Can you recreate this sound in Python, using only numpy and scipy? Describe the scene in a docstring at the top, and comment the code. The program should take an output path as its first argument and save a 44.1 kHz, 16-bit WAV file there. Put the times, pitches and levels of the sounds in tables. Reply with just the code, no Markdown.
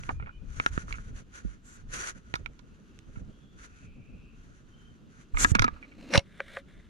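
"""An angler handles a spinning rod under the metal roof of a boat dock, with the camera worn on the chest.
A low murmur of the marina, coloured noise, runs throughout; faint high whistles, wavering tones, come and go.
Early on the grip creaks, a falling resonance; knocks ring the case in modes; low thumps and lurches rumble.
Sleeve and arm rub over the case as hissing noise in between, and a flurry of knocks follows past five seconds.
After some dull rubbing, coloured noise, the reel's bail scrapes and snaps shut in ringing modes and the crank whirrs."""
import sys
import numpy as np
from scipy import signal
from scipy.fft import rfft, irfft
from scipy.io import wavfile

SR = 44100
rng = np.random.default_rng(int(sys.argv[2]) if len(sys.argv) > 2 else 0)


def generate_wav(sig):
    """Save sig (samples, or channels by samples) to the path in sys.argv[1] as 16-bit PCM at SR."""
    pcm = np.round(np.clip(np.atleast_2d(sig).T, -1, 1) * 32767).astype(np.int16)
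    wavfile.write(sys.argv[1], SR, pcm)


N = 303849
TIME = np.arange(N) / SR  # s
AFTER = np.arange(12000) / SR  # s since a blow

# Modes of the camera case: the mount's flex, five of the walls, two of the frame.
# Each row: frequency in Hz, relative level in dB, t60 in s at looseness 1; each blow varies them a little.
CASE_MODES = [(291, -11.5, 0.009), (1003, -3.5, 0.015), (1184, -6, 0.018), (1340, 0.5, 0.022),
              (1584, -5.5, 0.018), (1838, -11, 0.021), (2245, 19.5, 0.011), (2433, -7.5, 0.025)]
# harder contacts are brighter: the treble starts here, and this level leaves a sleeve stroke's treble as it is
BRIGHT_HZ, BRIGHT_PIVOT_DB = 4900, -34
TICK_TOP_HZ = 3100  # low-pass of the case's ticks and its singing wall
SWISH_RISE_DB_PER_S, SWISH_FALL_DB_PER_S = 748.5, 2998


def gain_of(db):
    """Decibels to amplitude."""
    return 10 ** (np.asarray(db) / 20)


def evened(x):
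    """Scales to an rms of 1."""
    return x / np.sqrt(np.mean(x ** 2) + 1e-20)


def struck(x, db):
    """Sets the rms level of the first 8 ms of a blow."""
    return gain_of(db) * x / np.sqrt(np.mean(x[:, :353] ** 2) + 1e-20)


def read(points, hz):
    """Reads a spectrum on a log-frequency axis."""
    f, value = np.transpose(points)
    return np.interp(np.log(hz + 1), np.log(f + 1), value)


def add(mix, s, sound):
    """Mixes a stereo sound in at time s."""
    part = mix[:, max(round(s * SR), 0):][:, :sound.shape[1]]
    part += sound[:, :part.shape[1]]


def sides(pan_db):
    """Left and right gains of constant power; positive leans left."""
    return evened(gain_of(np.array([[pan_db], [-pan_db]]) / 2))


def wander(rate_hz):
    """Slow random motion of rms 1: noise with little above rate_hz."""
    hz = np.fft.rfftfreq(N, 1 / SR)
    spectrum = rfft(rng.standard_normal(N)) / (1 + (hz / rate_hz) ** 4)
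    return evened(irfft(spectrum, N))


def lumps(rate_hz, depth_db):
    """An uneven gain that never strays more than depth_db from 0 dB."""
    return gain_of(depth_db * np.tanh(wander(rate_hz)))


def coloured(x, colour):
    """Gives a stereo excitation a spectrum, at rms 1."""
    size = x.shape[1]
    colour_gain = gain_of(read(colour, np.fft.rfftfreq(size, 1 / SR)))
    return evened(irfft(rfft(x) * colour_gain, size))


def pair(likeness, size=N):
    """White noise at the two microphone ports; a negative likeness moves them against each other."""
    a, b = rng.standard_normal((2, size))
    c = np.clip(likeness, -1, 1)
    return np.array([a, c * a + np.sqrt(1 - c * c) * b])


def highpassed(x, hz):
    """Removes what lies under an object's lowest mode."""
    return signal.sosfilt(signal.butter(2, hz, "high", fs=SR, output="sos"), x)


def brightened(x, force):
    """Harder contacts carry more treble: force is its gain."""
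    treble = signal.sosfiltfilt(signal.butter(2, BRIGHT_HZ, "high", fs=SR, output="sos"), x)
    return x + treble * (force - 1)


def stroke(start, length, db, rise, fall, swell=0):
    """Gain over time of one movement: it rises, holds or swells, and falls, each at its own dB per second."""
    end = start + length
    held = db + swell * (np.clip(TIME, start, end) - (start + end) / 2)
    rising = rise * np.maximum(start - TIME, 0)
    falling = fall * np.maximum(TIME - end, 0)
    return gain_of(np.maximum(held - rising - falling, -140))


def strokes(rows, rise, fall):
    """Gain over time of a series of movements; the strongest leads."""
    return np.max([stroke(start, length, db, rise, fall, *swell) for start, length, db, *swell in rows], axis=0)


def resonate(x, hz, width_hz):
    """A resonance that may glide: shifts hz down to zero, smooths, and shifts back."""
    turn = np.exp(2j * np.pi * np.cumsum(hz * np.ones(N)) / SR)
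    r = np.exp(-np.pi * width_hz / SR)
    return evened((turn * signal.lfilter([1 - r], [1, -r], x / turn)).real)


def ring(modes, hold, detune=0.06):
    """Damped modes, a little different at each point of contact; hold multiplies their ring times."""
    out = np.zeros(len(AFTER))
    for (hz, db, t60), (shift, size) in zip(modes, rng.standard_normal((len(modes), 2))):
        decay = gain_of(db + 2.9 * size - 60 * AFTER / (t60 * hold))
        out += decay * np.sin(2 * np.pi * hz * (1 + detune * shift) * AFTER)
    return out * (1 - np.exp(-AFTER / 0.00018))


def favouring(modes, favoured_hz, fall_db):
    """Modes weaken by fall_db with each octave away from the one that the contact favours."""
    return [(hz, db - fall_db * abs(np.log2(hz / favoured_hz)), t60) for hz, db, t60 in modes]


def crack(t60, likeness):
    """The bright, fast-dying noise of the contact itself."""
    # Each row: frequency in Hz, relative level in dB of the crack's spectrum.
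    crack_colour = [(500, -14.5), (2500, -1), (4000, 6), (5000, -1), (6400, -2.5), (8300, -19.5),
                    (10000, -14), (12000, -32), (15000, -37)]
    noise = coloured(pair(likeness, size=len(AFTER)), crack_colour)
    return noise * np.exp(-np.log(1000) * AFTER / t60) * (1 - np.exp(-AFTER / .0001))


def chatter(s, sound, grit, spread_s, lead):
    """The main contact sits in a cloud of tiny ones, built up over lead times its spread; gives start and sound."""
    t = np.arange(-SR // 100, SR // 50) / SR
    cloud = np.exp(-np.maximum(t, -t / lead) / spread_s)
    contacts = (t == 0) + grit * rng.standard_normal(len(t)) * cloud
    return s + t[0], signal.fftconvolve(sound, contacts[None], axes=1)


def through_case(x, size=3):
    """The flexing case drives the two ports against each other, the left a few samples later."""
    return np.array([np.pad(x, (size, 0))[:len(x)], -x])


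def right_shifted(x, count=10):
    """Shifts the right side's noise by a few samples."""
    return np.array([x[0], np.roll(x[1], count)])


def wall_ring(favoured_hz, hold):
    """The walls ring and the mount flexes beneath them."""
    walls = ring(favouring(CASE_MODES[1:6], favoured_hz, fall_db=18.0), hold)
    return through_case(walls) + ring(CASE_MODES[:1], hold) * sides(-21)


def frame_ring(hold):
    """The stiffer frame rings above the walls."""
    return through_case(highpassed(ring(CASE_MODES[6:], hold, detune=.025), hz=1110))


def marina():
    """A steady, gently swelling murmur: coloured noise under a slow random gain."""
    # Each row: frequency in Hz, relative level in dB of the murmur's spectrum.
    marina_colour = [(18, -33), (30, 2), (105, -8.5), (195, -2), (437, -14), (511, -24.5), (837, -29),
                     (1340, -23), (2080, -38.5), (2770, -27.5), (4420, -35.5), (6700, -43), (15000, -57.5)]
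    return gain_of(-58.5) * coloured(pair(0.65) * gain_of(1.0 * wander(6.9)), marina_colour)


def whistles():
    """Separate tones, some thin and some airy, that waver, swell and fade: narrow noise on a gliding pitch."""
    # Each row: start in s, length in s, starting Hz, final Hz, noise cutoff either side in Hz,
    # level in dB before a 3 dB cut, the fade and the spill between sides.
    whistle_rows = [(0, 0.54, 2400, 2470, 45, -66), (0.303, 0.1, 2910, 3050, 25, -61.5),
                    (2.585, 0.23, 2700, 2640, 49.7, -79), (2.87, 0.17, 2730, 2640, 70, -74),
                    (3.236, 0.44, 3190, 3540, 120, -70), (3.501, 0.883, 2523, 2486, 160, -65),
                    (3.919, 0.58, 2523, 2660, 170, -65), (4.662, 0.31, 3110, 3110, 40, -64.5)]
    out = np.zeros((2, N))
    flutter = gain_of(1.34 * wander(6.5))
    waver = 1 + 0.005 * wander(12)
    for s, length, first_hz, last_hz, width_hz, db in whistle_rows:
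        start, size = max(round(s * SR), 0), round(length * SR)
        noise = rng.standard_normal((2, SR)) + 1j * rng.standard_normal((2, SR))
        fuzz = signal.sosfilt(signal.butter(2, width_hz, fs=SR, output="sos"), noise)[:, :size]
        hz = np.linspace(first_hz, last_hz, size) * waver[start:][:size]
        carrier = np.exp(2j * np.pi * np.cumsum(hz) / SR)
        tone = evened((fuzz * carrier).real * flutter[start:][:size])
        add(out, s, gain_of(db - 3.0) * tone * signal.windows.tukey(size, .9))
    return out + 0.29 * out[::-1]  # each side spills into the other


def roof(x):
    """A thin tail from the metal roof: noise that starts after 14 ms, each band dying at its own speed."""
    # Each row: frequency in Hz, t60 of the roof's tail in s.
    roof_decay = [(200, 0.55), (2400, 1), (12000, 0.33)]
    noise = rng.standard_normal((2, SR)) * (np.arange(SR) > .014 * SR)
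    hz, t, z = signal.stft(noise, SR, nperseg=256)
    decay = np.exp(-np.log(1000) * t / read(roof_decay, hz)[:, None])
    tail = signal.istft(z * decay, SR, nperseg=256)[1]
    return signal.fftconvolve(x, tail / np.linalg.norm(tail[0]), axes=1)[:, :N]


def shake():
    """Lumpy rumble from each lurch of the body, mostly to the right; clothing rustles more evenly with it."""
    # Lurches that shake the camera. Each row: start in s, length in s, level in dB, left-right balance in dB.
    lurch_rows = [(0, 0.24, -36, -2), (0.464, 0.092, -35.5, 13), (0.715, 0.25, -38.5, -2),
                  (1.068, 0.08, -46.5, 1), (1.79, 0.38, -53, -3.5), (2.354, 0.11, -43, -3),
                  (3.117, 0.19, -44.5, -6), (3.857, 0.46, -51, 4), (5.431, 0.23, -33.5, -8)]
    # Spectra of the camera's rumble and the clothing's rustle. Each row: frequency in Hz, relative level in dB.
    rumble_colour = [(15, -7.5), (28, 2.5), (85, -5.5), (130, -12.5), (250, -44.5), (600, -80.5)]
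    rustle_colour = [(60, -12), (120, 3.5), (250, -1.5), (350, -16.5), (500, -14), (900, -31.5),
                     (2000, -80)]
    rise_db_per_s, fall_db_per_s, rest_db = 256.5, 211, -58
    lurches = [stroke(s, length, db, rise_db_per_s, fall_db_per_s) * sides(pan_db)
               for s, length, db, pan_db in lurch_rows]
    motion = np.max(lurches, axis=0) + gain_of(rest_db)
    rumble = coloured(pair(0.69) * lumps(9.4, depth_db=5.5), rumble_colour) * motion
    rustle = coloured(pair(0.17) * lumps(14.0, depth_db=8.0), rustle_colour) * motion ** 0.52 * sides(-1.8)
    return rumble + gain_of(-29.5) * rustle


def cloth():
    """Threads catch and slip over the case, hissing and setting its wall singing; harder strokes are brighter."""
    # Strokes of the sleeve on the case. Each row: start in s, length in s, level in dB before brightening.
    sleeve_rows = [(0, 0.12, -56), (.5, .06, -59.5), (.57, 0.12, -51), (.73, 0.091, -48.5),
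                   (.89, 0.12, -55.5), (1.05, 0.057, -60.5), (1.165, 0.029, -55), (1.355, 0.035, -49.5),
                   (1.45, 0.096, -61.5), (1.7, 0.11, -64), (1.938, .158, -39.5), (2.155, 0.024, -57),
                   (2.26, 0.13, -65.5), (2.5, 0.97, -77.5), (3.14, 0.059, -64), (3.59, 0.073, -55.5),
                   (3.7, 0.16, -65), (4.37, .24, -70.5), (4.68, 0.284, -73), (5.13, 0.095, -63.5)]
    # Quick, bright swishes. Each row: start in s, length in s, level in dB halfway, swell in dB per s.
    swish_rows = [(1.66, 0.11, -58.5, -12), (5.399, 0.046, -26, 103), (5.46, 0.059, -41.5, 102)]
    # Spectra of the sleeve's hiss and of a swish. Each row: frequency in Hz, relative level in dB.
    sleeve_colour = [(180, -42), (300, -6), (884, -15.5), (1480, -3), (2700, -10), (3400, -14.5),
                     (4540, -13.5), (5350, -17.5), (5950, -4), (7000, -7), (8350, -21.5), (9300, -15),
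                     (10200, -16), (11400, -40), (14300, -32), (15000, -60)]
    swish_colour = [(470, -20), (800, -19), (1450, -8.5), (2240, -14), (5100, -17.5), (6400, -4.5),
                    (7650, -4.5), (8450, -20), (9400, -14), (15400, -42.5)]
    rest_db = -75  # the sleeve never quite stops
    treble_db_per_db = 0.19  # extra treble per dB of stroke level over the pivot
    effort = strokes(sleeve_rows, rise=506, fall=600) + gain_of(rest_db)
    sweep = strokes(swish_rows, SWISH_RISE_DB_PER_S, SWISH_FALL_DB_PER_S)
    slips = gain_of(1.5 * wander(250) + 2.0 * wander(18))
    sleeve = coloured(right_shifted(pair(0.02)) * slips, sleeve_colour)
    sleeve = brightened(sleeve, (effort / gain_of(BRIGHT_PIVOT_DB)) ** treble_db_per_db)
    swish = coloured(pair(0) * gain_of(1.3 * wander(400)), swish_colour)
    wall = through_case(resonate(rng.standard_normal(N), hz=1428, width_hz=140))
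    wall = signal.sosfilt(signal.butter(2, TICK_TOP_HZ, fs=SR, output="sos"), wall)
    return (sleeve + gain_of(-1.5) * wall) * effort + (swish + gain_of(-7.5) * wall) * sweep


def thumps():
    """Low thumps, from soft pushes and from the mount ringing under hard knocks: damped sines that fall in pitch."""
    # Each row: start in s, peak level in dB before panning, nominal Hz (it falls from 1.32 to 0.78 times this),
    # t60 in s (longer ones start more gently), left-right balance in dB.
    thump_rows = [(0.778, -14, 143, 0.01, -11), (1.445, -25.5, 59.6, 0.2, -8),
                  (1.45, -27.5, 217, 0.049, -7.5), (2.340, -25.5, 108, 0.029, -9),
                  (3.171, -28, 122, 0.065, -7.5), (5.335, -19.5, 41.3, 0.21, -4),
                  (5.517, -9, 95.5, 0.053, -11), (5.551, -19, 250, 0.066, -9),
                  (5.596, -16.5, 132, 0.14, -1.5), (5.642, -23, 305.5, 0.092, -14),
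                  (6.157, -15.5, 142, 0.031, -10), (6.178, -6.5, 103, 0.031, -2)]
    port_phases = np.array([[2.2], [0]])  # rad
    out = np.zeros((2, N))
    for s, db, hz, t60, pan_db in thump_rows:
        turns = np.cumsum(hz * (0.778 + 0.54 * np.exp(-AFTER / 0.0039))) / SR
        envelope = (1 - np.exp(-AFTER / (0.019 * t60))) ** 2 * np.exp(-np.log(1000) * AFTER / t60)
        tone = np.sin(2 * np.pi * turns + port_phases)
        add(out, s, gain_of(db) * sides(pan_db) * tone * envelope / envelope.max())
    return out


def creak():
    """The grip twists in the hand with a short creak that falls in pitch: noise in a gliding double resonance."""
    start_s, length_s, width_hz, level_db = 0.094, 0.018, 280, -35.5
    overtone_ratio, overtone_db = 1.7, -5
    hz = np.interp(TIME, [start_s, start_s + length_s], (1170, 700))
    slips = rng.standard_normal(N)
    low, high = (resonate(resonate(slips, f, width_hz), f, width_hz) for f in (hz, hz * overtone_ratio))
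    twist = stroke(start_s, length_s, level_db, SWISH_FALL_DB_PER_S, SWISH_FALL_DB_PER_S)
    return evened(low + gain_of(overtone_db) * high) * twist * sides(-10)


def dull_rubbing():
    """Dull rubbing: low body under the cloth swish, then before the reel moves; coloured noise, unsteady in level."""
    # Each row: start in s, length in s, level in dB halfway, swell in dB per s if it builds.
    rub_rows = [(5.405, 0.048, -43), (5.74, 0.28, -57), (6, 0.12, -48, 43.5)]
    # Each row: frequency in Hz, relative level in dB of the rubbing's spectrum.
    rub_colour = [(120, -13.5), (280, 4), (390, -10.5), (540, -9.5), (900, -22.5), (2000, -20.5),
                  (2650, -16.5), (3400, -30), (4150, -20.5), (4900, -32), (6500, -32), (12000, -49.5)]
    rub = coloured(pair(0.94) * gain_of(2.6 * wander(120)), rub_colour)
    return rub * strokes(rub_rows, rise=250, fall=400)


def ticks():
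    """Short gritty knocks on the same case, faint to fairly strong, without a crack."""
    # Each row: time in s, wall ring in dB, frame ring in dB, both before the treble cut and a 3.5 dB cut.
    tick_rows = [(.199, -43, -50), (0.225, -45, -48.5), (0.261, -46, -54), (0.271, -41.5, -53),
                 (0.293, -44.5, -55), (0.882, -44.5, -64), (.909, -39.5, -57), (.941, -42.5, -41),
                 (.984, -46, -64), (3.159, -50.5, -57), (5.346, -40.5, -49.5), (5.385, -43, -40),
                 (5.5495, -27, -26.5), (5.567, -50, -43.5), (5.588, -26.5, -49.5), (5.666, -39, -37.5),
                 (5.763, -49, -64), (5.8273, -51.5, -43.5), (5.843, -57, -50.5), (5.920, -59, -53)]
    out = np.zeros((2, N))
    for s, wall_db, frame_db in tick_rows:
        wall = struck(wall_ring(favoured_hz=1340, hold=0.74), wall_db)
        tick = wall + struck(frame_ring(hold=0.89), frame_db)
        add(out, *chatter(s, tick * sides(-4.5), grit=0.076, spread_s=0.012, lead=0.14))
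    return gain_of(-3.5) * signal.sosfilt(signal.butter(3, TICK_TOP_HZ, fs=SR, output="sos"), out)


def case_knocks():
    """Each knock rings walls, frame and rim and gives a short crack; its rebound rings only the walls."""
    # Each row: time in s, wall ring in dB, frame ring in dB, crack in dB before a 5 dB cut and brightening,
    # wall Hz that the point of contact favours, looseness as a factor on ring time,
    # left-right balance of the treble in dB (the walls take 0.66 of it).
    knock_rows = [(0.0356, -47, -45, -56, 1640, 0.57, -4), (0.092, -28, -37.5, -58, 1000, 1.5, -4),
                  (0.5996, -23.5, -27, -46, 1480, 0.78, -1.5), (0.6624, -18, -28.5, -33.5, 1400, 0.77, 1),
                  (0.7775, -28.5, -47, -59, 1600, 0.82, -8), (0.9256, -45, -35, -42, 1510, 1.35, -9),
                  (2.34, -26.5, -32, -38, 1620, 0.87, -4.5), (2.3549, -39, -39, -35.5, 1230, 2, -3),
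                  (2.4605, -39.5, -34, -47.5, 1260, 1, -18), (2.5922, -58.5, -72, -51, 1020, 1.95, -16),
                  (2.99, -65, -56, -52.5, 1420, 0.12, -5), (5.3712, -33, -27, -44.5, 1410, 1.7, -8),
                  (5.447, -13.5, -29.5, -31, 1690, 1.32, 7), (5.5518, -19, -25.5, -28, 1340, 1.37, -3.5),
                  (5.594, -22, -21.5, -25, 1390, 0.89, -8), (5.6211, -22, -28.5, -26.5, 1380, 1.7, -7),
                  (5.643, -18, -31.5, -30, 1360, 1.48, -1), (5.68, -25, -37, -47.5, 1360, 1.55, -5)]
    # High modes of the case's rim. Each row: frequency in Hz, relative level in dB, t60 in s at looseness 1.
    rim_modes = [(3670, -9, 0.017), (3670, 12, 0.0097), (5840, 4, 0.02), (6230, -10, 0.012)]
    rim_hz, rim_db = 5300, -14  # favoured at looseness 1 (looser is lower); level against the crack column
    # a loose contact rebounds harder: delay, level against the wall at looseness 1, dB per doubling of looseness
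    rebound_s, rebound_at_1_db, rebound_db_per_doubling = 0.0041, -9.5, 11.5
    out = np.zeros((2, N))
    for s, wall_db, frame_db, crack_db, favoured_hz, hold, pan_db in knock_rows:
        favoured_rim = favouring(rim_modes, rim_hz / hold, fall_db=13.0)
        rim = highpassed(ring(favoured_rim, hold, detune=0.018), hz=3040)[None]
        force = gain_of(crack_db - BRIGHT_PIVOT_DB) ** 0.46 + 0.5
        snap = brightened(struck(crack(0.011 * hold, likeness=0), crack_db - 5.0), force)
        treble = struck(frame_ring(hold), frame_db) + struck(rim, crack_db + rim_db) + snap
        wall_sides = sides(0.66 * pan_db)
        knock = struck(wall_ring(favoured_hz, hold), wall_db) * wall_sides + treble * sides(pan_db)
        add(out, *chatter(s, knock, grit=0.013, spread_s=0.0092, lead=0.2 * hold ** 2))
        rebound_db = wall_db + rebound_at_1_db + rebound_db_per_doubling * np.log2(hold)
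        add(out, s + rebound_s, struck(wall_ring(favoured_hz, hold), rebound_db) * wall_sides)
    return out


def reel():
    """The bail scrapes, chatters and snaps shut; the gears whirr and the crank knocks, as noise and damped modes."""
    # The bail scrapes over its trip. Each row: start in s, length in s, level in dB.
    scrape_rows = [(6.145, 0.017, -23.5)]
    # Turns of the handle, the first growing louder and the second fading.
    # Each row: start in s, length in s, level in dB halfway, swell in dB per s.
    gear_rows = [(6.24, 0.348, -58, 60), (6.69, 0.2, -67, -46)]
    # Spectra of the bail's scrape and the gears' whirr. Each row: frequency in Hz, relative level in dB.
    scrape_colour = [(120, -28.5), (170, -1), (440, -11.5), (550, 3), (671, -14), (900, -8), (2000, -16.5),
                     (2700, -10.5), (3100, -23), (4150, -19.5), (4900, -22.5), (5700, -15), (6500, -32.5),
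                     (9720, -31), (15000, -70.5)]
    gear_colour = [(280, -32), (480, -11), (574, -0.5), (845, -20.5), (1660, -2), (2280, -4.5),
                   (2590, -16.5), (3600, -8), (4680, -24.5), (9730, -27.5), (13000, -42)]
    # Clacks of the bail and the crank. Each row: time in s, body ring in dB and rotor ring in dB
    # (both before the housing muffles them), crack in dB, rotor Hz that the contact favours, factor on ring time.
    clack_rows = [(6.138, -33.5, -24.5, -29.5, 2310, 0.71), (6.148, -23.5, -25.5, -40, 1540, 1),
                  (6.156, -33, -20.5, -30.5, 2000, 0.54), (6.1767, -25.5, -24.5, -23, 2800, 0.77),
                  (6.1924, -40.5, -36.5, -40.5, 2800, 0.75), (6.404, -35, -30, -55.5, 1740, 0.47),
                  (6.570, -37.5, -34, -74.5, 1620, 0.9)]
    # Modes of the reel, three of the body and then the rotor's.
    # Each row: frequency in Hz, relative level in dB, t60 in s before the clack's factor.
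    reel_modes = [(556, 18.5, 0.089), (706, 18.5, 0.026), (830, 16.5, 0.023), (1213, 17, 0.012),
                  (1528, 4.5, 0.022), (1650, 2.5, 0.017), (1884, 4, 0.017), (2130, -1.5, 0.032),
                  (2285, -6, 0.027), (2730, 2.5, 0.021)]
    # Modes of the bail wire. Each row: frequency in Hz, relative level in dB, t60 in s before a factor of 0.64.
    wire_modes = [(2800, -3, 0.026), (4060, -1.5, 0.043), (5580, -5.5, 0.029), (5630, -8, 0.077)]
    wire_db = -6  # against the crack

    scrape = coloured(pair(0.63) * gain_of(0.37 * wander(350)), scrape_colour)
    out = scrape * strokes(scrape_rows, rise=721, fall=632)
    whirr = coloured(pair(1.0) * gain_of(2.0 * wander(110)), gear_colour)
    out += whirr * strokes(gear_rows, rise=597, fall=800)
    # the greased housing muffles its own ring
    housing = signal.butter(4, [430, 3200], "bandpass", fs=SR, output="sos")
    for s, body_db, rotor_db, crack_db, favoured_hz, hold in clack_rows:
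        rotor = ring(favouring(reel_modes[3:], favoured_hz, fall_db=31.0), hold, detune=.02)
        shell = ring(reel_modes[:3], hold, detune=0.004)
        body = struck(shell[None], body_db) + struck(rotor[None], rotor_db)
        add(out, *chatter(s, signal.sosfilt(housing, body), grit=0.028, spread_s=0.0056, lead=0.97))
        wire = highpassed(ring(wire_modes, hold=0.64, detune=0.0019), hz=2000)[None]
        snap = struck(crack(0.025 * hold, likeness=0.86), crack_db)
        add(out, s, snap + struck(wire, crack_db + wire_db))
    return out


def scene():
    """Sums all layers; of the handling, only the case's knocks and ticks and the reel reach the roof."""
    knocks, tackle = case_knocks() + ticks(), reel()
    near = knocks + tackle + thumps() + creak() + dull_rubbing() + cloth() + shake()
    airborne = gain_of(-37.0) * knocks + gain_of(-61.5) * tackle
    return near + marina() + whistles() + roof(airborne)


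def record(dry):
    """The camera's band limit: a low-pass at 15.3 kHz."""
    low_pass = signal.firwin(511, 15300, window=("kaiser", 9), fs=SR)
    return signal.oaconvolve(dry, low_pass[None], "same")


dry = scene()
out = record(dry)
generate_wav(out)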